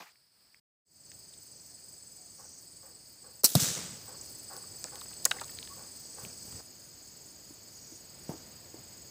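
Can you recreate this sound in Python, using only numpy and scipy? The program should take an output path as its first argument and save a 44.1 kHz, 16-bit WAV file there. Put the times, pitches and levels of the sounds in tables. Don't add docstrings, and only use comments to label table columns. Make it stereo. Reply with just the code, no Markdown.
import sys
import numpy as np
from scipy import signal
from scipy.fft import irfft, next_fast_len
from scipy.io import wavfile

SR = 44100
rng = np.random.default_rng(int(sys.argv[2]) if len(sys.argv) > 2 else 0)


def invert_db(x):
    u = np.asarray(x, float) / 20
    return 10 ** u


def wav_out(sig):
    wavfile.write(sys.argv[1], SR, np.round(np.clip(np.atleast_2d(sig).T, -1, 1) * 32767).astype(np.int16))


N = 401310
T = np.arange(N) / SR

SCENE_CHANGES = [.7, 6.608]
SPOT = np.searchsorted(SCENE_CHANGES, T)

# (start [s],
# cut off after [s], low edge [Hz], high edge [Hz], level [dB])
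AIR_BURSTS = [(0, .026, 650, 1250, -48), (.003, .008, 1400, 2800, -48), (.0185, .007, 1900, 3000, -49),
              (.019, .005, 700, 1200, -45), (0, .036, 150, 600, -56), (.028, .02, 600, 2700, -53),
              (.058, .038, 700, 2800, -57), (0, .04, 3000, 6500, -55), (0, .12, 400, 8800, -59),
              (0, .09, 10500, 15500, -64), (3.4348, .002, 4000, 15500, -30), (3.4365, .006, 350, 800, -30),
              (3.439, .007, 110, 350, -31), (3.437, .007, 2500, 14400, -35),
              (3.4421, 0.021, 4000, 6300, -17.5), (3.4422, 0.019, 7200, 9400, -18),
              (3.4425, .018, 10000, 15500, -17.5), (3.4425, .024, 750, 3900, -37),
              (3.4362, .005, 750, 1500, -32), (3.4422, .019, 6200, 7300, -25),
              (3.446, .003, 850, 1500, -28), (3.447, .002, 1500, 3300, -32),
              (3.4615, .003, 4000, 13000, -40), (3.552, .0008, 3200, 14630, -16),
              (3.5535, .004, 3200, 6000, -21), (3.5535, .003, 6000, 14000, -24),
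              (3.5515, .003, 1200, 1800, -33), (3.5519, .001, 3300, 5500, -18),
              (3.552, 0.003, 380, 800, -28), (6.235, .035, 8000, 15500, -53),
              (8.293, .03, 3000, 15000, -54), (8.303, .018, 450, 1000, -46)]
# (time since it opens [s], frequency [Hz])
CAVITY_PITCH = [(0, 300), (.002, 155), (.006, 108), (.01, 150), (.016, 155), (.02, 225), (.027, 220),
                (.031, 170), (.06, 140)]
# (time [s], level [dB], time to fall 60 dB [s])
PLUNGES = [
    (3.5534, -15.5, .075),
    (3.621, -28, .07),
    (3.673, -43, .15),
    (3.702, -38, .07),
    (3.769, -41, .09),
    (3.84, -44, .15),
    (3.884, -47, .3),
    (3.912, -46, .2),
]
# (arrival [s], bright [dB], top [dB], dull [dB], boom [dB])
BANK_RETURNS = [
    (3.464, -37, -35, -51, -72),
    (3.556, -35, -38, -42, -50),
    (3.598, -29, -33.5, -44, -52),
    (3.628, -36.5, -42, -42, -49),
    (3.76, -48, -55, -45.5, -48),
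]
# (frequency [Hz], level [dB per Hz])
SCATTER_TONE = [(1650, -38), (2800, -12), (3680, -3.5), (5220, -1.5), (5450, -0.5), (6050, 0), (7860, 1),
                (9800, -11), (12700, -46), (21600, -120)]

# (time [s], level [dB], ring [Hz])
PINGS = [(1.1165, -40, 6100), (4.2125, -32, 7500), (4.638, -47, 1150), (5.2525, -17, 15200),
         (5.2542, -14, 7200), (5.259, -30, 7000), (5.312, -22, 3860), (5.313, -24, 1430),
         (5.317, -30, 1430), (5.322, -37, 6300), (5.369, -44, 1900), (5.3855, -39, 1880),
         (5.394, -45, 1790), (5.436, -40, 4100), (5.438, -45, 1150)]
# (time [s], level [dB], ring [Hz])
TAPS = [(.544, -55, 6000), (1.3375, -44, 3380), (4.871, -47, 1350), (4.883, -47, 1500), (5.132, -40, 3200),
        (5.2524, -8.5, 6700), (5.2525, -12, 10800), (5.2525, -18, 5000), (5.256, -27, 1050),
        (5.2605, -29, 1500), (5.254, -33, 550), (5.016, -39, 1100), (5.112, -46, 1200), (5.419, -39, 1000),
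        (5.311, -35, 600), (5.3165, -27, 2400), (6.2985, -50, 2200)]
# (time [s], level [dB], ring [Hz])
RAPS = [(1.1165, -44, 2560), (4.8425, -38, 1400), (4.845, -41, 550), (4.957, -44, 2200), (5.012, -36, 3800),
        (5.016, -44, 1900), (5.058, -48, 1500), (5.3112, -21, 6000), (5.4125, -28, 5500), (5.414, -32, 800),
        (5.481, -45, 3000), (5.494, -43, 1400), (8.2932, -50, 1100)]
# (time
# [s], level [dB], ring [Hz])
SNAPS = [(.157, -55, 2100), (3.4375, -27, 500), (3.5524, -19, 540), (.545, -46, 1900), (4.2355, -40, 7600),
         (4.26, -40, 5000), (4.297, -43, 8800), (4.3375, -41, 8000), (4.5662, -31, 5200),
         (4.8415, -19, 6800), (4.842, -27, 4600), (4.9565, -37, 4000), (4.9565, -32, 6500),
         (5.0135, -36, 6500), (5.108, -41, 4500), (5.2452, -26, 5800), (5.315, -15, 2550),
         (5.398, -30, 3900), (5.4125, -30, 7800), (5.4445, -29, 6000), (5.445, -34, 7800),
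         (5.481, -34, 7200), (5.517, -43, 3600), (5.573, -43, 3500), (5.5875, -27, 3900),
         (5.588, -38, 2300), (5.6285, -29, 3700), (5.651, -40, 3800), (5.6746, -37, 3300),
         (5.675, -43, 1700), (6.25, -37, 2400), (6.2505, -38, 3300), (6.5255, -44, 2300),
         (6.526, -47, 1100)]
# (time [s], level [dB])
TICKS = [(1.1394, -49), (4.2225, -42), (4.24, -38), (4.2534, -38), (4.26, -44), (4.284, -46), (4.2918, -44),
         (4.3175, -40), (4.3495, -37), (4.377, -46), (4.3865, -34), (4.423, -46), (4.4298, -35),
         (4.4335, -34), (4.5341, -40), (4.567, -33), (4.6044, -45), (4.6902, -43), (4.8413, -28),
         (4.9555, -34), (4.9644, -37), (5.013, -35), (5.1073, -37), (5.14, -34), (5.2452, -36),
         (5.3155, -36), (5.3255, -40), (5.341, -40), (5.4075, -35), (5.4125, -35), (5.4795, -39),
         (5.554, -46), (6.2223, -44)]
# (time [s], level [dB], ring [Hz], time to fall 60 dB [s])
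STOCK_BUMPS = [(6.234, -41, 130, .05), (6.264, -41, 170, .05), (6.48, -47, 120, .08),
               (6.45, -49.5, 220, 0.039), (6.527, -46, 100, .06), (6.545, -44, 90, .12),
               (7.507, -45, 297, .05), (7.922, -45.5, 314, 0.075), (8.2929, -25.5, 145, .04),
               (8.316, -42, 380, .05), (8.3375, -39, 320, 0.067), (8.743, -37.5, 327, 0.042)]

# (time [s], level [dB])
FAR_KNOCKS = [(2.383, -52.5), (2.824, -53), (3.234, -53), (4.072, -47.5), (4.497, -41.5), (4.911, -46),
              (5.329, -45), (5.764, -47), (6.17, -46), (6.582, -47.5)]
# (frequency [Hz], width [Hz], level [dB])
KNOCK_BODY = [(524, 50, 8), (790, 80, 4), (1090, 55, 3), (1470, 65, -1), (800, 600, -9)]
# (start [s], length [s], first pitch [Hz], last pitch [Hz], level [dB])
BIRD_NOTES = [
    (1.678, 0.11, 720, 681, -70),
    (1.914, 0.078, 737, 720, -71),
    (2.17, 0.127, 763, 684, -67),
    (5.694, .054, 1090, 1150, -50),
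    (5.755, .035, 1120, 1150, -56),
]

# (first chirp [s], run ends [s], peak level [dB])
CRICKET_RUNS = [(.8711, 3.0016, -47.5), (3.0794, 3.125, -49.5), (3.2254, 3.4, -48), (3.4, 4.003, -44.5),
                (4.083, 4.2166, -43), (4.2166, 5.132, -42.5), (5.132, 5.6, -42.5), (5.6, 6.0596, -44.5),
                (6.0596, 6.334, -44), (6.334, 6.612, -43), (6.612, 6.9396, -52.5), (6.9396, 7.5415, -52.5),
                (7.5415, 8.1473, -52.5), (8.1473, 9.115, -51.5)]
# (time into the chirp [s], frequency [Hz])
CHIRP_GLIDE = [
    (0, 7960),
    (.005, 8045),
    (.011, 7940),
    (.022, 7150),
]
# (start [s], length [s], level [dB])
TRILLS = [(6.601, .08, -54.5), (6.778, .12, -56.5), (7.0, 0.11, -57), (7.23, 0.11, -56.5),
          (7.44, 0.11, -56.5), (7.669, .12, -58), (7.89, .12, -57), (8.138, 0.13, -58)]
# (middle [s], level [dB])
SWELLS = [(1.2, -77), (1.47, -70), (1.76, -68), (2.05, -68), (2.37, -68), (2.72, -67), (3.05, -67.5),
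          (4.33, -63.5), (4.58, -62), (4.93, -65), (5.35, -61), (5.66, -62.5), (5.92, -64), (6.2, -62),
          (6.5, -64)]
# (start [s], length [s], level [dB])
CICADA_RASPS = [(1.52, .22, -65), (2.36, 0.25, -58), (4.182, .12, -58), (5.956, .66, -59),
                (7.734, .27, -57.5), (8.242, .2, -59.5)]
# (frequency [Hz], width [Hz], start [s], end [s], level [dB])
STEADY_SINGERS = [(6220, 26, 0.74, 2.6, -69), (6160, 20, 3.4, 6.6, -65), (6780, 56, 6.61, 7.74, -64),
                  (6740, 38, 7.74, 9.6, -61.5), (8650, 49, 0.66, 3.4, -68), (13300, 1500, 6.61, 9.6, -69),
                  (9800, 700, -.1, .62, -82)]

# (frequency [Hz], level [dB per Hz])
LOW_CHORUS = [(2290, -75), (3900, -26.5), (4330, -4.5), (4770, 0), (5080, 0.5), (5350, -4.5), (5560, -18),
              (5700, -12.5), (7410, -46), (12500, -120)]
MID_CHORUS = [(3470, -33), (5900, -13.5), (6290, 0.5), (6610, 1), (6990, 0.5), (7150, -16), (7300, 0),
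              (9490, -52), (16100, -120)]
HIGH_CHORUS = [(4240, -47), (7200, -20), (7740, 0.5), (8080, 5.5), (8280, -3), (8430, 1), (8990, -3),
               (9390, -18), (10300, -18), (13400, -34), (22000, -120)]
# (time [s], level [dB])
EFFORT = [(.85, -1.5), (2.2, 2), (3.4, -1.5), (3.9, -2), (5.3, 1.5), (6.6, .4), (7.1, 3), (8.3, -1.5),
          (9.1, 1.5)]
# (frequency [Hz], level [dB per Hz])
AIR_RUMBLE = [(15, -45), (25, -8.5), (97, 0.5), (226, -5.5), (374, -7), (517, -10), (598, -9.5),
              (1200, -25.5), (1560, -71), (2640, -120)]
AIR_MIDDLE = [(530, -10), (900, -4.5), (1120, -5.5), (1830, -4.5), (3310, -7.5), (4200, -6), (5460, -21),
              (9240, -120)]
AIR_TOP = [(5710, -35), (9700, -8.5), (9800, -14.5), (10900, -17), (13200, -9), (14900, 1), (15500, 0)]
# (middle [s], half width [s], lift [dB])
GUSTS = [(4.1, .3, 1.5), (5.5, .6, 2.5), (6.25, .07, 5), (6.54, .08, 3), (8.4, .3, 4.5), (8.9, .2, 2.5)]
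# (time
# [s], level [dB])
RECORDER_GAIN = [(0, 3), (.12, -.5), (.3, -4), (.4, 1), (.6, 0), (.85, 0), (3.4, .6), (3.9, 5.5),
                 (5.3, 6.5), (6.1, 5), (6.605, 7), (6.612, 0.1), (9.1, .6)]


def rms_one(x):
    return x / np.sqrt(np.mean(x ** 2) + 1e-20)


def follow(table, t=T):
    return np.interp(t, *np.transpose(table))


def coloured(spectrum):
    size = next_fast_len(N, True)
    hz = np.fft.rfftfreq(size, 1 / SR) + 1
    at, level_db = np.transpose(spectrum)
    shape = invert_db(np.interp(np.log(hz), np.log(at), level_db, left=-99, right=-99))
    chance = rng.standard_normal(len(hz)) + 1j * rng.standard_normal(len(hz))
    return rms_one(irfft(shape * chance, size)[:N])


def drift(rate_hz):
    return coloured([(.3, 0), (rate_hz, 0), (4 * rate_hz, -24)])


def resonate(x, hz, width_hz):
    r = np.exp(-np.pi * width_hz / SR)
    feedback = [1, -2 * r * np.cos(2 * np.pi * hz / SR), r * r]
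    return signal.lfilter(np.array([1, 0, -1]) * (1 - r * r) / 2, feedback, x)


def dying(t, t60):
    return invert_db(-60 * t / max(t60, .002))


def between(s, length, edge):
    return np.clip(np.minimum(T - s, s + length - T) / (2 * edge) + .5, 0, 1)


def glide(hz):
    return np.sin(2 * np.pi * np.cumsum(hz) / SR)


def add(out, s, x):
    i = round(s * SR)
    out[i:i + len(x)] += x[:N - i]


def shot():
    return air_bursts() + plunge() + bank_returns()


def air_bursts():
    out, t = np.zeros(N), T[:SR // 5]
    for s, cut, low_hz, high_hz, level_db in AIR_BURSTS:
        t60 = .015 + 7.5 * cut
        band = signal.butter(4, [low_hz, high_hz], "band", fs=SR, output="sos")
        noise = rms_one(signal.sosfilt(band, rng.standard_normal(len(t))))
        noise *= dying(t, t60) * dying(np.maximum(t - cut, 0), 0.021)
        add(out, s, invert_db(level_db) * signal.sosfilt(band, noise))
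    return out


def plunge():
    HOLD_S, SHUTS_S = .011, .035
    ECHO_SMEAR = .03
    out, t = np.zeros(N), T[:SR // 2]
    tone = -glide(follow(CAVITY_PITCH, t))
    for s, level_db, t60 in PLUNGES:
        rise = np.minimum(t / (ECHO_SMEAR * (s - PLUNGES[0][0]) + 1e-4), 1)
        fall = dying(np.maximum(t - HOLD_S, 0), t60) * dying(np.maximum(t - SHUTS_S, 0), .04)
        add(out, s, invert_db(level_db) * rise * tone * fall)
    add(out, 3.5521, invert_db(-17) * np.hanning(round(0.0011 * SR)))
    return out


def bank_returns():
    RISE_S, T60_S = .006, np.c_[[.85, .45, .8, .8]]
    power, start = np.zeros((4, N)), round(BANK_RETURNS[0][0] * SR)
    for s, *levels_db in BANK_RETURNS:
        after = np.maximum(T[start:start + SR] - s, 0)
        rise = np.minimum(after / RISE_S, 1)
        power[:, start:start + SR] += rise * invert_db(2 * (np.c_[levels_db] - 60 * after / T60_S))
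    bright, top, dull, boom = np.sqrt(power)
    scatter = bright * coloured(SCATTER_TONE)
    scatter += top * coloured([(9300, 1), (11000, -3), (13500, -4), (15500, 1)])
    scatter += dull * coloured([(200, 0.5), (550, 0), (900, -6), (1500, -3.5), (2200, -6), (3000, -6),
                                (4200, -16)])
    scatter += boom * coloured([(60, -25), (100, -6), (140, -3), (180, -1), (260, -22)])
    return invert_db(1.5 * drift(100)) * scatter


def metal_clicks():
    out, t = np.zeros(N), T[:SR // 16]
    ticks = [(s, level_db, 10800) for s, level_db in TICKS]
    kinds = [(PINGS, .19, 1), (TAPS, .55, 1), (RAPS, .9, 1), (SNAPS, .4, .35), (ticks, .55, .5)]
    for blows, spread, rattle in kinds:
        for s, level_db, hz in blows:
            t60 = rattle * (.004 + 28 / hz + .0005 * max(level_db + 30, 0))
            push = rng.standard_normal(len(t)) * dying(t, t60)
            push[0] = 2.3 / rattle
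            rung = resonate(resonate(push, hz, spread * hz), hz, 1.24 * spread * hz)
            add(out, s, invert_db(level_db) * rung / np.abs(rung).max())
    t = T[:SR // 3]
    echo = rng.standard_normal(len(t)) * dying(t, .3)
    echo /= np.sqrt(np.sum(echo ** 2))
    return out + invert_db(-22) * signal.fftconvolve(out, echo)[:N]


def stock_bumps():
    out, t = np.zeros(N), T[:SR // 5]
    for s, level_db, hz, t60 in STOCK_BUMPS:
        turns = hz * t + .45 * invert_db(level_db + 26) * (1 - np.exp(-t / .001))
        ring = np.sin(2 * np.pi * turns) * dying(t, t60)
        ring += 0.2 * np.sin(2 * np.pi * 1.98 * hz * t) * dying(t, 0.31 * t60)
        rustle = rms_one(resonate(resonate(rng.standard_normal(len(t)), 220, 470), 220, 650))
        blow = ring + 0.1 * rustle * dying(t, 0.31)
        add(out, s, invert_db(level_db + 1.5) * np.minimum(t / .0008, 1) * blow)
    return out


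def far_knocks():
    out, t = np.zeros(N), T[:SR // 3]
    crowd = .8 * dying(t, .6) * dying(np.maximum(t - .08, 0), .08)
    front = np.minimum(t / .012, 1) * (crowd + .25 * dying(t, 1.1))
    for s, level_db in FAR_KNOCKS:
        arrivals_db = 1.5 * np.repeat(rng.standard_normal(len(t) // 300), 300)
        noise = rng.standard_normal(len(t)) * invert_db(arrivals_db)
        body = sum(invert_db(g_db) * resonate(noise, hz, width) for hz, width, g_db in KNOCK_BODY)
        add(out, s, invert_db(level_db - 4.5) * rms_one(body) * front)
    return signal.sosfilt(signal.butter(4, 1750, fs=SR, output="sos"), out) * (T < SCENE_CHANGES[1])


def bird():
    out = np.zeros(N)
    for s, length, hz, end_hz, level_db in BIRD_NOTES:
        n = round(length * SR)
        add(out, s, invert_db(level_db) * np.hanning(n) ** .5 * glide(np.linspace(hz, end_hz, n)))
    return out * (1 + .25 * drift(120))


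def cricket():
    CHIRPS_PER_S = 21.65
    t, out = T[:round(.024 * SR)], np.zeros(N)
    shape = np.interp(t, [0, .004, .011, .016, .022], [0.25, 0.85, 0.96, 0.48, 0.1])
    for s, end, level_db in CRICKET_RUNS:
        for at in np.linspace(s, end, round((end - s) * CHIRPS_PER_S), endpoint=False):
            pitch_luck, time_luck, level_luck = rng.standard_normal(3)
            tone = glide(follow(CHIRP_GLIDE, t) * (1 + 0.0043 * pitch_luck))
            tilt_db = 4.1 if at > 6.6 else -2.5
            tone *= invert_db(tilt_db * t / t[-1])
            add(out, at - .008 + 0.00073 * time_luck, invert_db(level_db + 1.1 * level_luck) * shape * tone)
    return out * (1 + 0.17 * drift(400))


def trills():
    out = np.zeros(N)
    for s, length, level_db in TRILLS:
        t = T[:round(length * SR)]
        pulses = np.maximum(np.sin(2 * np.pi * 83 * t), 0) ** 0.64 * .75 + .15
        wobble = np.cumsum(rng.normal(0, .06, len(t)))
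        tone = np.sin(2 * np.pi * 9230 * t + wobble)
        swell = (0.58 + t / length) * np.minimum((length - t) / 0.015, 1)
        add(out, s, invert_db(level_db) * swell * pulses * tone)
    return out * (1 + .3 * drift(300))


def single_singers():
    swell = invert_db(1.6 * drift(70)) * coloured([(8900, -3), (9200, 0), (9600, -5), (10200, -10)])
    swell *= sum(invert_db(level_db) * between(s - .1, 0.19, 0.087) for s, level_db in SWELLS) * (SPOT < 2)
    rasp = invert_db(1.6 * drift(90)) * coloured([(5200, -14), (5600, -6), (6300, -6), (6850, -4), (7100, -12)])
    rasp *= sum(invert_db(level_db) * between(s, length, 0.038) for s, length, level_db in CICADA_RASPS)
    white, steady = coloured([(3000, 0), (15500, 0)]), np.zeros(N)
    for hz, width, s, end, level_db in STEADY_SINGERS:
        steady += invert_db(level_db) * between(s, end - s, .01) * rms_one(resonate(white, hz, width))
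    return swell + rasp + steady


def steady_db(*spot_levels_db):
    return follow(RECORDER_GAIN) + np.array(spot_levels_db)[SPOT]


def choruses():
    effort_db = follow(EFFORT)
    low_db = steady_db(-68.5, -60, -58.5) + 1.33 * drift(56)
    mid_db = steady_db(-83, -63.5, -61) + effort_db + 0.82 * drift(50)
    high_db = steady_db(-73.5, -61, -65) + (SPOT == 1) * effort_db + 1.5 * drift(87)
    low = invert_db(low_db) * coloured(LOW_CHORUS)
    mid = invert_db(mid_db) * coloured(MID_CHORUS)
    high = invert_db(high_db) * coloured(HIGH_CHORUS)
    return low + mid + high


def katydid_db():
    PERIOD_S, FIRST_S, STROKES_PER_S = .24, .95, 30
    groups = np.maximum(np.cos(2 * np.pi * (T - FIRST_S) / PERIOD_S), 0)
    strokes = 1 + np.cos(2 * np.pi * STROKES_PER_S * T + drift(3))
    return 7.5 * (groups * strokes / 2 - .2)


def air():
    gust_db = sum(lift_db * np.exp(-((T - s) / width) ** 2) for s, width, lift_db in GUSTS)
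    rumble_db = steady_db(-79.5, -65, -61) + gust_db + 0.71 * drift(9)
    middle_db = steady_db(-76, -70.5, -66.5) + .85 * gust_db
    top_db = steady_db(-76, -65.3, -64.5) + .3 * gust_db + (SPOT == 1) * katydid_db()
    rumble = invert_db(rumble_db) * coloured(AIR_RUMBLE)
    middle = invert_db(middle_db) * coloured(AIR_MIDDLE)
    return rumble + middle + invert_db(top_db) * coloured(AIR_TOP)


def scene():
    WIDTH, WIDE_PAN_DB = 0.8, -3
    first = T < SCENE_CHANGES[0]
    fader = np.where(first, 1, np.interp(T, [.85, 1.1], [0, 1]))
    fader *= invert_db(np.interp(T, [3.41, 3.43, 3.435], [0, -13, 0]))
    field = air() + choruses() + single_singers()
    blast = shot()
    far = field + cricket() + trills() + far_knocks()
    mid = blast + metal_clicks() + stock_bumps() + bird() + fader * far
    delayed = np.roll((field + blast)[:SR], 900)[np.minimum(np.arange(N), SR - 1)]
    side = first * WIDTH * delayed
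    silence = np.interp(T, [.596, .6, .846, .85], [1, 0, 0, 1])
    return silence * np.array([mid + side, mid - side]) * invert_db(np.outer([.5, -.5], first * WIDE_PAN_DB))


def roll_off(x):
    return signal.sosfilt(signal.butter(12, 16640, fs=SR, output="sos"), x)


def record(dry):
    no_deep_bass = signal.butter(2, 60, "high", fs=SR, output="sos")
    no_very_top = signal.butter(8, 16500, fs=SR, output="sos")
    mix = signal.sosfilt(np.vstack([no_deep_bass, no_very_top]), dry)
    return roll_off(mix)


dry = scene()
out = record(dry)
wav_out(out)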